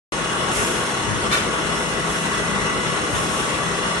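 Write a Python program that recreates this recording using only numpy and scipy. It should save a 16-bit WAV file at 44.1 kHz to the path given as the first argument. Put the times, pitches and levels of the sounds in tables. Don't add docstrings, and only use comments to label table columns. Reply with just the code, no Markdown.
import sys
import numpy as np
from scipy import signal
from scipy.fft import rfft, irfft
from scipy.io import wavfile
from scipy.ndimage import uniform_filter1d

SR = 44100
rng = np.random.default_rng(int(sys.argv[2]) if len(sys.argv) > 2 else 0)


def inscribe(sig):
    pcm = np.round(np.clip(np.atleast_2d(sig).T, -1, 1) * 32767)
    wavfile.write(sys.argv[1], SR, pcm.astype(np.int16))


N = 176400
TIME_S, FREQ_HZ = np.arange(N) / SR, np.fft.rfftfreq(N, 1 / SR)


def amp(db):
    return 10 ** (np.asarray(db) / 20)


def unit(x):
    return x / np.sqrt(np.mean(abs(x) ** 2) + 1e-20)


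def at_hz(table, hz):
    f, value = np.transpose(table)
    return np.interp(np.log(hz + 1), np.log(f + 1), value)


def gain_curve(table):
    return amp(np.interp(TIME_S, *np.transpose(table)))


def noise(spectrum):
    white = rfft(rng.standard_normal((2, N)))
    return unit(irfft(white * amp(at_hz(spectrum, FREQ_HZ)), N))


def drift(rate_hz):
    hz = np.fft.rfftfreq(2048, 1 / 256)
    slow = irfft(rfft(rng.standard_normal(2048)) / (1 + (hz / rate_hz) ** 2))
    return np.interp(TIME_S * 256, np.arange(len(slow)), unit(slow))


def envelope(start_s, rise_s, hold_s, fade_db_per_s):
    t = TIME_S - start_s
    return np.clip(t / rise_s, 0, 1) * amp(-fade_db_per_s * np.maximum(t - rise_s - hold_s, 0))


# (frequency [Hz], relative density [dB])
ROAR_SPECTRUM = [(20, -85), (35, -73), (55, -59), (110, -59), (160, -56.5), (205, -52.5), (270, -57),
                 (400, -52.5), (560, -58), (780, -59.5), (930, -56.5), (1030, -58), (1120, -52.5),
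                 (1250, -57.5), (1450, -57), (1650, -58), (1950, -60.5), (2300, -66.5), (2800, -62.5),
                 (3500, -68), (4200, -67.5), (4600, -76.5), (5050, -80.5), (5300, -70), (6800, -73),
                 (8200, -70), (10000, -71.5), (11000, -78.5), (11600, -95)]
# (frequency [Hz], half-width [Hz], boost [dB])
PANEL_MODES = [(1445, 19, 5.5), (2170, 28, 6), (2720, 40, 3), (2970, 43, 3.5), (3360, 47, 6.5),
               (3440, 17, 2), (3860, 60, 0.5), (4700, 27, 11.5), (5170, 24, 7.5), (5330, 40, 3.5),
               (5530, 35, 1.5), (6060, 35, 2.5), (6380, 47, 3), (6800, 40, -0.5), (7250, 45, 3)]
# (frequency [Hz], coherence [1])
ROAR_COHERENCE = [(60, 0.54), (110, 0.93), (190, 0.94), (350, 0.84), (620, 0.72), (1110, 0.33),
                  (1990, -0.61), (3570, -0.47), (6390, 0.032), (11500, 0.079)]
# (frequency [Hz], left minus right [dB])
ROAR_BALANCE = [(60, 6.5), (120, 7.5), (220, 2.5), (430, 2.5), (830, 2.5), (1600, 1.5), (3080, 2),
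                (5940, 1), (11500, 3)]
# (frequency [Hz], left lead [rad])
PHASE_LEAD = [(20, 0.5), (780, -0.76), (1120, 0.76), (1460, 1.2), (2070, 4.5), (2930, 4.5), (5340, 6.5),
              (6500, 8), (11000, 13)]


def roar(level_db=-23.5, patch_db=1.43, flutter_db=0.66, shaft_hz=37.2, throb=0.046, treble_hz=1500):
    frames, hz = N // 512 + 5, np.fft.rfftfreq(2048, 1 / SR)
    re, im, other_re, other_im, patches = rng.standard_normal((5, frames, len(hz)))
    patches = uniform_filter1d(patches, size=4, axis=0)
    patches = unit(uniform_filter1d(patches, size=14, axis=1))
    coherence = np.clip(at_hz(ROAR_COHERENCE, hz), 0, 1)
    left = re + 1j * im
    right = coherence * left + np.sqrt(1 - coherence ** 2) * (other_re + 1j * other_im)
    right *= np.exp(-1j * at_hz(PHASE_LEAD, hz))
    lean = amp(at_hz(ROAR_BALANCE, hz) / 2)
    panels_db = sum(db / (1 + ((hz - f) / width) ** 2) for f, width, db in PANEL_MODES)
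    colour = amp(at_hz(ROAR_SPECTRUM, hz) + panels_db + patch_db * patches)
    spectra = np.array([left * lean, right / lean]) * colour
    _, rush = signal.istft(spectra.swapaxes(1, 2), nperseg=2048, noverlap=1536)
    rush = unit(rush[:, :N])
    treble = irfft(rfft(rush) * FREQ_HZ ** 2 / (FREQ_HZ ** 2 + treble_hz ** 2), N)
    rush += throb * np.sin(2 * np.pi * shaft_hz * TIME_S) * treble
    return amp(level_db + flutter_db * drift(25)) * rush


# (time [s], level [dB])
THUD_HITS = [(.545, -31.5), (1.075, -23), (1.125, -36), (2.86, -33), (3.11, -28), (3.165, -36)]
# (frequency [Hz], relative density [dB])
THUD_SPECTRUM = [(20, -29), (55, 1.5), (90, -1), (130, 0), (220, -4), (600, -36), (3000, -80)]


def thuds(note_hz=107.8, note_db=-2, pan_db=3):
    level = sum(amp(db) * envelope(s, rise_s=0.022, hold_s=0.015, fade_db_per_s=190)
                for s, db in THUD_HITS)
    mid, side = noise(THUD_SPECTRUM)
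    mid += amp(note_db) * unit(np.sin(2 * np.pi * note_hz * TIME_S + drift(9.7)))
    return level * unit(np.array([mid + side, mid - side]) * amp([[pan_db], [-pan_db]]))


# (time [s], rise [s], hold [s], fade [dB/s], level [dB])
AIR_LEAKS = [(0.501, 0.06, 0.066, 47, -25.5), (1.7, .08, .03, 50, -37.5), (2.02, 0.094, 0.1, 51, -33.5),
             (3.073, 0.095, .02, 52, -31), (3.27, 0.068, 0.066, 57, -32.5)]
# (frequency [Hz], relative density [dB])
LEAK_SPECTRUM = [(500, -30), (1500, -4), (2700, 7), (4300, -6.5), (6000, 3.5), (8000, 4), (10500, 2.5),
                 (11700, -4.5)]


def air_leaks():
    power = sum((amp(db) * envelope(*timing)) ** 2 for *timing, db in AIR_LEAKS)
    return np.sqrt(power) * noise(LEAK_SPECTRUM)


# (frequency [Hz], relative density [dB])
JET_SPECTRUM = [(300, -20), (900, -3), (1500, -6), (3000, -10), (4200, 2), (6000, -11), (9000, -2),
                (11600, -3)]
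# (frequency [Hz], half-width [Hz], relative level [dB])
PORT_MODES = [(1154, 62, 0.5), (1460, 68, 4.5), (1800, 80, -0.5), (2304, 68, .5), (2660, 65, -2.5),
              (3050, 55, -1), (3614, 70, -1.5), (4060, 103, -4), (4930, 61, -5), (5460, 55, -10.5),
              (5910, 90, -7.5), (6270, 75, -10), (6760, 70, -11.5), (7220, 50, -10), (7750, 90, -13)]


def valve_exhaust(start_s=1.313, jet_db=-27, port_db=-17.5, spit_db=-4, pan_db=0.4):
    port_power = sum(amp(db) ** 2 / (1 + ((FREQ_HZ - f) / width) ** 2) ** 2
                     for f, width, db in PORT_MODES)
    jet = amp(jet_db) * noise(JET_SPECTRUM)
    white = rfft(rng.standard_normal((2, N)))
    port = amp(port_db) * unit(irfft(white * np.sqrt(port_power), N))
    spit = amp(spit_db) * envelope(start_s, rise_s=0.002, hold_s=0.002, fade_db_per_s=700)
    flow = envelope(start_s, rise_s=0.017, hold_s=0.011, fade_db_per_s=155)
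    return (jet + port) * np.hypot(spit, flow) * amp([[pan_db], [-pan_db]])


def tones(table, speed, waver, waver_hz, side_rad):
    out, clock_s = np.zeros((2, N)), np.cumsum(speed) / SR
    for hz, db, balance_db in table:
        phase = 2 * np.pi * (hz * clock_s + rng.random()) + waver * drift(waver_hz)
        stereo_power = np.cosh(np.log(amp(balance_db)))
        peak = amp(db) * np.sqrt(2 / (stereo_power * (1 + waver ** 2)))
        for side, sign in enumerate((1, -1)):
            offset_rad = sign * at_hz(PHASE_LEAD, hz) / 2 + side_rad * drift(waver_hz)
            strength = amp(sign * balance_db / 2) * (1 + waver * drift(waver_hz))
            out[side] += peak * strength * np.cos(phase + offset_rad)
    return out


# (frequency [Hz], base level [dB], left minus right [dB])
HUM_TONES = [(58, -47, 8), (131, -43, 6), (243, -48, 7), (312, -46, 4), (416, -44, 6), (498, -42.5, 3),
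             (573, -49, 12), (581, -48, 4), (647, -42, 12), (685, -51, -8), (747, -48, 6), (849, -52, 12),
             (930, -48.5, 12), (1295, -47, 3), (1314, -44, 0), (1332, -46, -5), (1449, -46.5, 5)]
# (time [s], gain [dB])
HUM_LOAD = [(.1, -1), (1.3, 1), (2.3, 1.5), (4, 0)]


def motor_hum(speed):
    return gain_curve(HUM_LOAD) * tones(HUM_TONES, speed, waver=0.3, waver_hz=2.2, side_rad=0.19)


# (frequency [Hz], base level [dB], left minus right [dB])
PUMP_TONES = [(168.5, -38, 3), (163.5, -42, 2), (198, -43.5, 3), (206, -45, 3), (218, -46, 3)]
# (time [s], gain [dB])
PUMP_LOAD = [(.1, -4), (1.1, -5.5), (1.4, 1), (1.9, -2), (2.25, 3.5), (3, 0), (4, 0.5)]


def pump_beat(speed):
    return gain_curve(PUMP_LOAD) * tones(PUMP_TONES, speed, waver=0.4, waver_hz=4.3, side_rad=0.12)


# (frequency [Hz], level [dB], left minus right [dB])
HOWL_TONES = [(1094, -37.7, 3), (1128, -42.5, 4), (1159, -38, 4)]


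def pump_howl(speed):
    return tones(HOWL_TONES, speed, waver=0.73, waver_hz=6.2, side_rad=0.34)


# (frequency [Hz], base level [dB], left minus right [dB])
WHINE_TONES = [(2425, -55, 2), (2463, -53, 5), (2534, -49, 4), (2646, -49, 9), (2888, -43, 6),
               (3386, -48, 12), (3471, -52, 7), (3554, -53, 2), (3898, -53, 5), (4646, -56, 8),
               (5312, -50, -2), (5351, -54, 3), (5535, -51.5, -1), (5573, -53, -1), (6424, -46, -5),
               (6461, -47.5, 0), (8170, -58, 3), (8707, -57, 12)]


def drive_whine(speed, gain_db=1):
    return amp(gain_db) * tones(WHINE_TONES, speed, waver=0.53, waver_hz=6.3, side_rad=0.68)


# (frequency [Hz], base level [dB], left minus right [dB])
WHISTLE_TONES = [(1980, -35.5, -1), (2017, -39.5, 5)]
# (time [s], gain [dB])
WHISTLE_SWELL = [(.1, -5.5), (1.5, -2.5), (2.15, -1.5), (2.4, 2.5), (2.8, 3.5), (3.1, -2), (4, -2.5)]


def whistles(speed):
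    pair = tones(WHISTLE_TONES, speed, waver=0.23, waver_hz=3.2, side_rad=0.29)
    return gain_curve(WHISTLE_SWELL) * pair


def drive(wow=0.000303, wow_hz=1.74):
    speed = 1 + wow * drift(wow_hz)
    return motor_hum(speed) + pump_beat(speed) + pump_howl(speed) + drive_whine(speed) + whistles(speed)


def scene():
    return roar() + drive() + air_leaks() + valve_exhaust() + thuds()


def record(dry, start_s=0.1215, cutoff_hz=11750):
    lowpass = signal.firwin(801, cutoff_hz, window=("kaiser", 9), fs=SR)
    return signal.oaconvolve(dry * (TIME_S >= start_s), lowpass[None], "same")


dry = scene()
out = record(dry)
inscribe(out)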